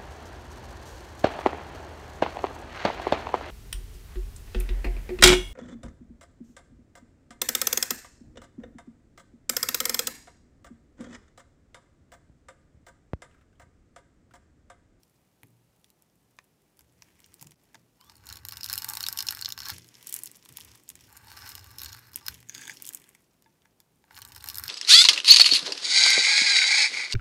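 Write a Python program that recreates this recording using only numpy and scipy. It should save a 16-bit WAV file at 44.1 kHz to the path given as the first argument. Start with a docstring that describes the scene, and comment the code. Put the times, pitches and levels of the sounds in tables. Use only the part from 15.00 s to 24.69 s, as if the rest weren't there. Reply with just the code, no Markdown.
"""Soap cubes crack off a dry bar under a thin blade, tick onto a heap, and the blade sweeps crumbs away.
Cracks and crumbling are bursts and grains of noise; they ring the blade and bar, the knife or the loose cubes.
The free knife rings when touched, and its edge creaks upward at its first bite.
The push of the hands shakes the table top, which hums and thumps below.
All this is heard close up in a quiet room, with a short echo tail and steady background noise."""
import sys
import numpy as np
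from scipy import signal
from scipy.fft import rfft, irfft, next_fast_len
from scipy.io import wavfile
from scipy.ndimage import uniform_filter1d

SR = 44100
rng = np.random.default_rng(int(sys.argv[2]) if len(sys.argv) > 2 else 0)


def store_pcm(level_fs):
    """Save levels as 16-bit WAV."""
    pcm = np.round(np.clip(level_fs, -1, 1) * 32767).astype(np.int16)
    wavfile.write(sys.argv[1], SR, np.atleast_2d(pcm).T)


N = 427329
T = np.arange(N) / SR   # time of every sample, s

# Cubes cracking off or landing; each part of the sound gets a further gain below.
# Each row: start in seconds, body level in dB, treble snap level in dB, low knock level in dB.
CRACKS = [(0.0327, -62.5, -57, -72), (0.4326, -58, -55, -49), (0.8434, -49, -61, -63),
          (0.9024, -54.5, -58, -72), (1.0221, -66.5, -54, -74), (1.3879, -50.5, -65, -40),
          (1.7917, -55.5, -48.5, -58), (1.8077, -60, -51, -57), (2.021, -45.5, -53, -47),
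          (2.2024, -59, -50, -56), (2.2613, -71, -52, -58), (2.3414, -56, -43.5, -67),
          (2.4116, -50, -44, -56), (2.4179, -52, -48, -63), (2.4257, -44.5, -41.5, -46.5),
          (2.443, -56, -54, -61), (2.47, -47, -49, -61), (2.5088, -54, -51, -60), (2.5178, -54, -55, -51),
          (2.7462, -56, -54, -49), (2.7534, -49, -62, -47), (3.0107, -46, -52, -46.5),
          (3.097, -36.5, -47, -45), (3.1546, -51, -46.5, -60), (3.2684, -34, -33.5, -55),
          (3.2893, -38, -31, -54), (3.3, -31, -40, -61), (3.326, -31, -29, -59), (3.3568, -40, -35, -60),
          (3.3693, -34.5, -34.5, -51), (3.4507, -30, -28, -38), (3.4858, -31.5, -22.5, -42),
          (3.491, -29.5, -31, -49), (3.5097, -35, -39, -56), (3.522, -32, -28.5, -35.5),
          (3.533, -35, -38, -52), (3.57, -27, -27, -44), (3.6089, -33, -36, -61), (3.6321, -26, -29, -56),
          (3.6426, -26.5, -21.5, -53), (3.6513, -42, -35, -50), (3.6613, -30, -26, -51),
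          (3.6879, -33, -28, -47), (3.6985, -27.5, -25, -32.5), (3.719, -33, -37, -46),
          (3.7288, -24, -16.5, -34), (3.7366, -19, -19, -42), (3.7559, -34, -27, -46),
          (3.778, -22.5, -21, -49), (3.785, -25, -24, -47), (3.8204, -24, -29, -51),
          (3.8445, -23, -21.5, -34), (3.8881, -22, -23, -39), (3.8984, -32, -23, -38),
          (3.9349, -28, -27, -35), (3.952, -26.5, -22, -38), (3.9705, -18.5, -24, -34),
          (4.0062, -26, -24, -34), (4.0289, -24.5, -24, -44), (4.0384, -23, -33, -34),
          (4.0649, -15, -23.5, -33), (4.0854, -19, -22, -32), (4.1268, -27, -25.5, -49),
          (4.174, -23.5, -25, -37), (4.1881, -17, -21, -32), (4.2053, -17.5, -27, -34),
          (4.225, -30, -26, -56), (4.2681, -23, -26, -52), (4.2767, -32, -35, -56),
          (4.286, -14, -22.5, -33.5), (4.3075, -23, -26, -42), (4.324, -44, -37, -56),
          (4.3489, -30, -31, -57), (4.3913, -29, -38, -55), (4.412, -29, -22.5, -41),
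          (4.4232, -24, -36, -40), (4.4472, -24.5, -27, -39), (4.4578, -21, -38, -49),
          (4.4886, -29.5, -30, -49), (4.5033, -26.5, -33, -42), (4.5225, -24, -21, -44),
          (4.5772, -25.5, -36.5, -40), (4.5888, -33, -35, -49), (4.6032, -30, -36, -40),
          (4.6186, -30.5, -44, -59), (4.632, -32, -36, -52), (4.6552, -28, -37, -57),
          (4.685, -25.5, -26, -51), (4.6944, -29.5, -35, -29), (4.701, -26, -24, -52),
          (4.782, -54, -43, -53), (5.027, -50, -47, -57), (5.0703, -58, -34, -55), (5.095, -47, -37, -55),
          (5.1259, -40, -29, -62), (5.141, -41, -26, -64), (5.1634, -45, -31, -57), (5.1892, -44, -32, -57),
          (5.235, -50, -28, -71), (5.2583, -45, -30.5, -62), (5.273, -43, -47, -62),
          (5.3148, -55, -41, -62), (5.359, -53, -48, -67), (5.4582, -53, -53, -47.5),
          (5.4903, -53, -50, -53), (5.5708, -43, -32, -55), (5.5841, -46, -52, -41.5),
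          (5.6476, -57, -42, -56), (5.7533, -74, -56, -51), (5.775, -69, -55, -71), (5.8899, -50, -29, -52),
          (5.901, -43.5, -36, -44), (5.9546, -56, -41.5, -52), (6.008, -55, -52, -65),
          (6.491, -54, -27, -55), (6.5522, -32.5, -28.5, -44), (6.7841, -29, -27.5, -46),
          (6.793, -29, -42, -47), (6.8013, -37, -41, -46), (6.817, -28, -31, -47), (6.8334, -35, -31, -44),
          (6.8456, -32, -28, -45), (6.859, -31, -29, -44), (6.9291, -34, -33, -58),
          (7.1322, -46, -39, -47.5), (7.1428, -43, -45, -55), (7.1589, -39, -23, -53),
          (7.2644, -33.5, -26, -51), (7.2825, -17.5, -20, -30), (7.4953, -37, -33.5, -37),
          (7.5479, -31.5, -34, -39), (7.6778, -39, -33, -37), (7.6955, -39, -35, -33.5),
          (7.8223, -48, -27, -55), (7.8526, -42, -31, -67), (7.8652, -47, -34, -64),
          (7.8742, -43, -32, -62), (7.8899, -54, -23.5, -60), (7.9339, -44, -34.5, -60),
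          (7.9475, -42, -26, -53), (8.149, -59, -53, -48), (8.4228, -63.5, -55.5, -64.5),
          (8.6555, -63, -72, -57.5), (8.8024, -57.5, -53, -63), (9.1078, -44.5, -57, -37.5),
          (9.1658, -36, -45, -55), (9.1888, -38, -33.5, -41), (9.2183, -32, -28, -45),
          (9.2249, -29, -48, -41), (9.25, -35, -30.5, -43), (9.3199, -32, -41, -45), (9.348, -37, -38, -52),
          (9.362, -34, -30.5, -34), (9.4412, -33, -30, -37), (9.4593, -36, -34, -37),
          (9.4752, -38, -31, -56), (9.4869, -26.5, -23.5, -37), (9.4995, -26, -28, -51),
          (9.5083, -51, -38, -56), (9.5443, -33, -26, -52), (9.5557, -27, -27, -51), (9.572, -40, -29, -40),
          (9.5833, -28, -22, -44), (9.5961, -44, -25, -36), (9.6373, -30, -26, -36.5),
          (9.6799, -26, -26, -42)]
# How hard the soap crumbles, one curve for each gesture. Each row: time in seconds, level in dB.
CRUMBLE_CURVES = [
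    [(0.0, -98), (1.9, -95), (2.05, -83), (2.14, -86), (2.42, -81), (2.58, -93), (2.77, -87.5),
     (2.93, -94.5)],
    [(3.08, -73), (3.21, -76.5), (3.32, -60.5), (3.44, -74), (3.52, -66.5), (3.62, -63.5), (3.74, -57.5),
     (4.31, -58), (4.56, -70.5), (4.7, -50), (4.78, -74)],
    [(4.88, -79.5), (5.03, -72), (5.16, -64), (5.4, -80), (5.67, -71.5), (5.85, -81.5), (6.07, -75)],
    [(6.13, -66), (6.19, -69.5), (6.3, -63), (6.46, -57.5), (6.76, -67), (6.85, -57), (7.11, -75.5),
     (7.3, -63), (7.45, -84)],
    [(7.55, -59.5), (7.71, -60), (7.78, -72.5), (7.89, -69), (8.11, -82), (8.33, -97)],
    [(9.01, -100.5), (9.14, -66), (9.22, -69), (9.43, -65), (9.5, -62.5), (9.55, -62), (9.69, -55)],
]
# Blade inside the soap. Each row: start in seconds, end in seconds.
CUTS = [(2.98, 4.73), (6.08, 7.15), (7.2, 7.31), (9.03, 9.7)]
# Blade flat over the cut face. Each row: start in seconds, end in seconds.
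SWEEPS = [(7.48, 7.73)]
# Ringing tones (modes) of the blade held in the bar.
# Each row: pitch in Hz before small shifts, width in Hz, relative height in dB.
CUT_MODES = [(900, 110, -16), (1143, 24, -5.5), (1467, 360, -7.5), (1920, 26, -30), (2960, 190, -3),
             (3803, 70, 5), (4350, 350, 13.5), (5164, 200, 19.5), (7130, 100, -15), (8650, 1000, -23),
             (12880, 2400, -12.5)]
# Modes of the free knife, before the damping factor scales their width.
# Each row: pitch in Hz before small shifts, width in Hz, relative height in dB (used only in sweeps).
KNIFE_MODES = [(898, 24.5, 5), (1694, 51, 16), (2080, 100, 9), (3540, 71, 2), (4820, 85, 2.5),
               (6330, 180, 3.5), (6830, 41, 20), (7850, 420, 1)]
# Modes of loose cubes on the heap.
# Each row: pitch in Hz before small shifts, width in Hz, relative height in dB.
LOOSE_MODES = [(1000, 500, -4), (1900, 900, 0), (3300, 1200, -4), (5200, 1800, 0), (8200, 2200, 0),
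               (11300, 2800, -1), (14300, 2500, -7)]
# Knock, body and snap, in that order. Each row: lowest frequency in Hz, highest frequency in Hz.
BANDS = [(750, 2500), (2500, 6500), (6500, 16000)]
# Free knife touched.
# Each row: start in seconds, blow level in dB before a small cut, pitch struck best in Hz,
# damping by the fingers as a factor on mode width.
TAPS = [(0.433, -46, 1640, 17), (1.388, -41, 2040, 8.8), (2.745, -40.5, 1890, 1.5), (8.461, -59, 1200, 1),
        (8.653, -53.5, 2000, 0.8), (8.802, -58, 4620, 0.99), (9.041, -48.5, 1197, 3.4)]
# Edge biting in. Each row: time in seconds, slip rate in Hz, level in dB; rate and level also waver.
CREAK = [(2.995, 976, -68), (3.011, 996, -63.5), (3.05, 1100, -68.5), (3.098, 1214, -65),
         (3.145, 1340, -98)]
# Dull thumps on the table: hand, or a bar put down.
# Each row: start in seconds, level in dB before the thud's own rise and fall, pitch in Hz.
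THUMPS = [(0.433, -46, 114.7), (1.809, -60, 73), (2.414, -48, 152), (2.459, -47.5, 147), (2.751, -50, 680),
          (3.302, -53, 95), (4.713, -40.5, 88.4), (5.5, -50, 139), (7.29, -44, 72)]
# Long ringing tones of the table top.
# Each row: pitch in Hz, gain in dB, time to fade by 60 dB in seconds.
TABLE_MODES = [(118.8, -12.5, 1.), (168.8, -17, 0.54), (270, -10, 0.072)]
# Hands bearing down on the table.
# Each row: start in seconds, end in seconds, shake at start in dB, shake at end in dB.
PUSHES = [(1.78, 2.505, -73.5, -79), (3.008, 3.403, -77, -55.5), (3.4, 4.76, -57, -62.5),
          (5.5, 5.75, -70, -62), (5.93, 6.962, -65.5, -58), (6.945, 7.595, -62.5, -70.5),
          (9.126, 9.7, -66, -55)]
# Tone colour of the background noise. Each row: frequency in Hz, relative level in dB per Hz.
AIR_COLOUR = [(12, -58.5), (20, -42.5), (48, -6), (111, -6.5), (179, -4.5), (273, -13.5), (750, -15),
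              (1140, -20), (1900, -25), (15200, -29), (16500, -37)]

AIR_DB = -71
USUAL_DB = -65   # crumbling level at which the shares below hold
# knock and snap against the body: dB in a cut, dB among loose cubes, share of the crumbling's swing
KNOCK_SHARE, SNAP_SHARE = (-0.22, -2, 0.87), (-3.5, -2.9, 1)
SMALL_COUNT = 420   # lesser cracks at random moments
# their level over the crumbling, its random spread, and its ceiling before the part gains
SMALL_DB, SMALL_SPREAD_DB, SMALL_TOP_DB = 14.5, 6.5, -40
TEAR_SPREAD = 0.27   # some breaks are clean, some tear slowly: spread of the log of their length
# over a cut the sinking blade rings higher (dB per octave) and more, and less of each crack sounds bare
DEPTH_TILT_DB, DEPTH_RING_DB, DEPTH_BARE_DB = 17.5, 3.5, -8
PUSH_FADE_S = 0.044
# crumbs and hands drum the table: base level, share of the crumbling's swing, smoothing, extra outside cuts
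DRUM_DB, DRUM_FOLLOWS, DRUM_SMOOTH_S, SPILL_DRUM_DB = -69, 0.39, 0.16, 4.5
RATTLE_DB, RATTLE_S = -22.5, 0.055   # heap rattling around a thump: level against it, decay time
DIP_AT_S, DIP_RECOVERY_S, DIP_DB = 2.545, 0.012, -16
STOP_HZ = 16900   # from here up the treble is cut by at least 70 dB


def amp(db):
    """Turn a level in dB into a gain."""
    return 10 ** (np.asarray(db) / 20)


def rms_one(x):
    """Scale a sound to an average (rms) strength of 1."""
    return x / np.sqrt(np.mean(x ** 2) + 1e-20)


def band(x, low_hz, high_hz):
    """Keep mainly the frequencies between two limits, with a Butterworth filter."""
    return signal.sosfilt(signal.butter(3, [low_hz, high_hz], "band", fs=SR, output="sos"), x)


def resonate(x, hz, width_hz):
    """Ring one mode: a unit click starts a fading wave of height about 1; a wider mode fades faster."""
    radius = np.exp(-np.pi * width_hz / SR)
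    turn = 2 * np.pi * hz / SR
    feedback = [1, -2 * radius * np.cos(turn), radius * radius]
    return signal.lfilter([.5, 0, -.5], feedback, x + 1e-18)


def during(spans):
    """Make a switch that is 1 inside the spans and 0 outside."""
    return sum((T >= a) * (T < b) * 1. for a, b in spans)


def wander(step_s):
    """Draw a new random value every step, with a spread of 1, and join them by lines."""
    knots = np.arange(0, N / SR + 1, step_s)
    return np.interp(T, knots, rng.standard_normal(4000)[:len(knots)])


def air():
    """Steady hiss and rumble of room and microphone: random noise with a shaped spectrum."""
    hz, db = np.transpose(AIR_COLOUR)
    size = next_fast_len(N)
    grid_hz = np.maximum(np.arange(size // 2 + 1) * SR / size, 1)
    colour = amp(np.interp(np.log(grid_hz), np.log(hz), db))
    shaped = irfft(rfft(rng.standard_normal(size)) * colour, size)
    return amp(AIR_DB) * rms_one(shaped[:N])


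def crumbling():
    """Level of the crumbling in dB at every sample, joined from the gesture curves."""
    when, db = np.concatenate(CRUMBLE_CURVES).T
    return np.interp(T, when, db)


def breaks(at, levels, length_s):
    """A break is not one click but a short burst of noise that swells and dies."""
    size = 500
    age = np.arange(size) / (np.reshape(length_s, (-1, 1)) * SR)
    bursts = rng.standard_normal((len(at), size)) * age * np.exp(-age)
    energy = np.sum(bursts ** 2, axis=1, keepdims=True)
    bursts = levels[:, None] * bursts / np.sqrt(energy)
    out = np.zeros(N + size)
    np.add.at(out, at[:, None] + np.arange(size), bursts)
    return out[:N]


def grains(per_s, spread_db, clump_db):
    """Random clicks of uneven size that grow and shrink in clumps; rms 1."""
    clumps = rms_one(band(rng.standard_normal(N), 10, 50))
    born = rng.random(N) < per_s / SR
    sizes = amp(spread_db * np.minimum(rng.exponential(1, N), 4) + clump_db * clumps)
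    return rms_one(born * sizes * rng.choice([-1, 1], N))


def voice(force, low, high, bare_db, change_db, shift):
    """What a force rings within one band: the blade in the bar, the knife pressed flat, or loose cubes."""
    cutting, sweeping = during(CUTS), during(SWEEPS)
    # 1 as the blade enters, 0 as it leaves
    shallow = sum(during([(a, b)]) * (b - T) / (b - a) for a, b in CUTS)
    bare_gain = amp(bare_db + DEPTH_BARE_DB * (cutting - shallow))
    out = np.sqrt(SR / 2 / (high - low)) * bare_gain * force
    middle_hz = np.sqrt(low * high)
    # when it sounds, what rings, and the damping factor on mode width
    states = ((cutting, CUT_MODES, 1), (sweeping, KNIFE_MODES, 3.2), (1 - cutting - sweeping, LOOSE_MODES, 1))
    for gate, modes, damping in states:
        inside = np.array([m for m in modes if low <= m[0] < high])
        # a mode's power grows with its height and width; the band's modes share the force
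        power = amp(inside[:, 2]) ** 2 * inside[:, 1]
        for (hz, width, _), share in zip(inside, power / power.sum()):
            gain = np.sqrt(share * 2 * np.pi * width * damping / SR)
            tilt_db = DEPTH_RING_DB + DEPTH_TILT_DB * np.log2(hz / middle_hz)
            gain = gain * amp(-shallow * tilt_db)
            # each mode wavers at random: two shifted copies come and go
            for pull in (1 - shift, 1 + shift):
                favour = amp(change_db * (wander(.006) + .9 * wander(.15)))
                out += resonate(force * gate * gain * favour, hz * pull, width * damping)
    return band(out, low, 1.1 * high)


def soap():
    """Cracks and crumbling, as bursts and grains, drive the knock, body and snap together."""
    level, cutting = crumbling(), during(CUTS)
    fine = [USUAL_DB + follows * (level - USUAL_DB) + np.where(cutting, cut_db, loose_db)
            for cut_db, loose_db, follows in (KNOCK_SHARE, (0, 0, 1), SNAP_SHARE)]
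    start_s, body, snap, knock = np.transpose(CRACKS)

    # add the lesser cracks to the listed ones
    small = rng.integers(0, N, SMALL_COUNT)
    chance = SMALL_SPREAD_DB * rng.standard_normal((SMALL_COUNT, 3))
    at = np.append(np.round(start_s * SR).astype(int), small)
    small_body = fine[1][small] + SMALL_DB + chance[:, 0]
    small_snap = fine[2][small] + SMALL_DB + 8 + chance[:, 1]
    small_knock = fine[0][small] + SMALL_DB - 7.5 + chance[:, 2]
    body = np.append(body, np.minimum(small_body, SMALL_TOP_DB))
    snap = np.append(snap, np.minimum(small_snap, SMALL_TOP_DB))
    knock = np.append(knock, np.minimum(small_knock, SMALL_TOP_DB))

    powder = grains(per_s=4000, spread_db=2.5, clump_db=1.0)
    crumbs = grains(per_s=250, spread_db=3.5, clump_db=6.5)   # single ticks out of the powder
    dust = powder + 0.67 * crumbs
    tear = np.exp(TEAR_SPREAD * rng.standard_normal(len(at)))
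    # crack level in dB and usual time for a burst to swell in seconds
    parts = [(knock + 9, .0008), (body + 12, .0005), (snap + 9, .00045)]
    bare = -9, -9, -3   # dB: the share that rings no mode, before the blade sinks
    keep = np.exp(-1 / (0.004 * SR))
    out = 0
    for (low, high), (crack_db, length_s), fine_db, bare_db in zip(BANDS, parts, fine, bare):
        # splinters keep coming loose for a few ms after each crack
        starts = np.zeros(N)
        starts[at] = amp(crack_db - 32.5)
        trail = signal.lfilter([1], [1, -keep], starts)
        force = breaks(at, amp(crack_db), length_s * tear) + dust * (trail + amp(fine_db))
        out = out + voice(force, low, high, bare_db, change_db=4.5, shift=0.018)
    return out


def table():
    """The push shakes the top as lumpy low noise, crumbs drum it; shake, drumming and thumps ring its modes."""
    push = sum(during([(a, b)]) * amp(np.interp(T, [a, b], [from_db, to_db]))
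               for a, b, from_db, to_db in PUSHES)
    push = uniform_filter1d(push, int(PUSH_FADE_S * SR) + 1)
    shake = push * amp(2 * wander(0.11)) * rms_one(band(rng.standard_normal(N), 64, 105.9))

    busy_db = uniform_filter1d(crumbling(), int(DRUM_SMOOTH_S * SR) + 1) - USUAL_DB
    drum_db = DRUM_DB + DRUM_FOLLOWS * busy_db + SPILL_DRUM_DB * (1 - during(CUTS))
    rattle = sum(amp(db + RATTLE_DB) * (T >= s) * np.exp(-np.abs(T - s) / RATTLE_S) for s, db, _ in THUMPS)
    drumming = (amp(drum_db) + rattle) * rms_one(band(rng.standard_normal(N), 110, 434))

    thuds, blows = np.zeros(N), np.zeros(N)
    for s, db, hz in THUMPS:
        turns = np.maximum(T - s, 0) * hz   # wave cycles since the thump
        swell = np.minimum(turns, 1) * np.exp(-turns / 3.25)
        thuds += amp(db) * np.sin(2 * np.pi * turns) * swell
        blows[round(s * SR)] = amp(db)
    drive = band(blows, 67, 400) + amp(-45.0) * (shake + drumming)
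    modes = sum(amp(db) * resonate(drive, hz, np.log(1000) / np.pi / t60) for hz, db, t60 in TABLE_MODES)
    return shake + drumming + thuds + modes


def knife():
    """Taps ring the free knife most near the pitch struck best; the first bite creaks up with odd partials."""
    taps = np.zeros(N)
    for s, db, best_hz, damping in TAPS:
        at, size = round(s * SR), 4000
        blow = breaks(np.array([0]), amp([db - 2.5]), 0.00006)[:size]
        for hz, width, _ in KNIFE_MODES:
            gain = amp(-7 * abs(np.log2(hz / best_hz)))   # 7 dB weaker for each octave away
            taps[at:at + size] += gain * resonate(blow, hz, width * damping)

    when, slip_hz, creak_db = np.transpose(CREAK)
    rate = np.interp(T, when, slip_hz) * (1 + .015 * wander(.003))
    phase = 2 * np.pi * np.cumsum(rate) / SR
    level = amp(np.interp(T, when, creak_db, -200, -200) + 6 * wander(.004))
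    creak = level * (np.sin(phase) + .7 * np.sin(3 * phase) + .3 * np.sin(5 * phase))
    return taps + creak


def room(x, t60, level_db):
    """A short diffuse echo tail off the table and walls, made of fading noise."""
    age = np.arange(int(.2 * SR)) / SR
    tail = rng.standard_normal(len(age)) * amp(-60 * age / t60)
    tail = tail / np.sqrt(np.sum(tail ** 2))
    return amp(level_db) * signal.fftconvolve(x, tail)[:N]


def scene():
    """Add soap and knife, their echo tail, the table and the air at one microphone."""
    near = soap() + knife()
    echo = room(near, t60=0.084, level_db=-13)
    return (near + echo + table() + air())[None]


def record(dry):
    """The level dips briefly and comes back; a steep filter cuts the highest treble."""
    recovery = np.exp(-np.maximum(T - DIP_AT_S, 0) / DIP_RECOVERY_S)
    dip = amp(DIP_DB * (T >= DIP_AT_S) * recovery)
    return signal.sosfilt(signal.cheby2(12, 70, STOP_HZ, fs=SR, output="sos"), dry * dip)


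dry = scene()
out = record(dry)
store_pcm(out)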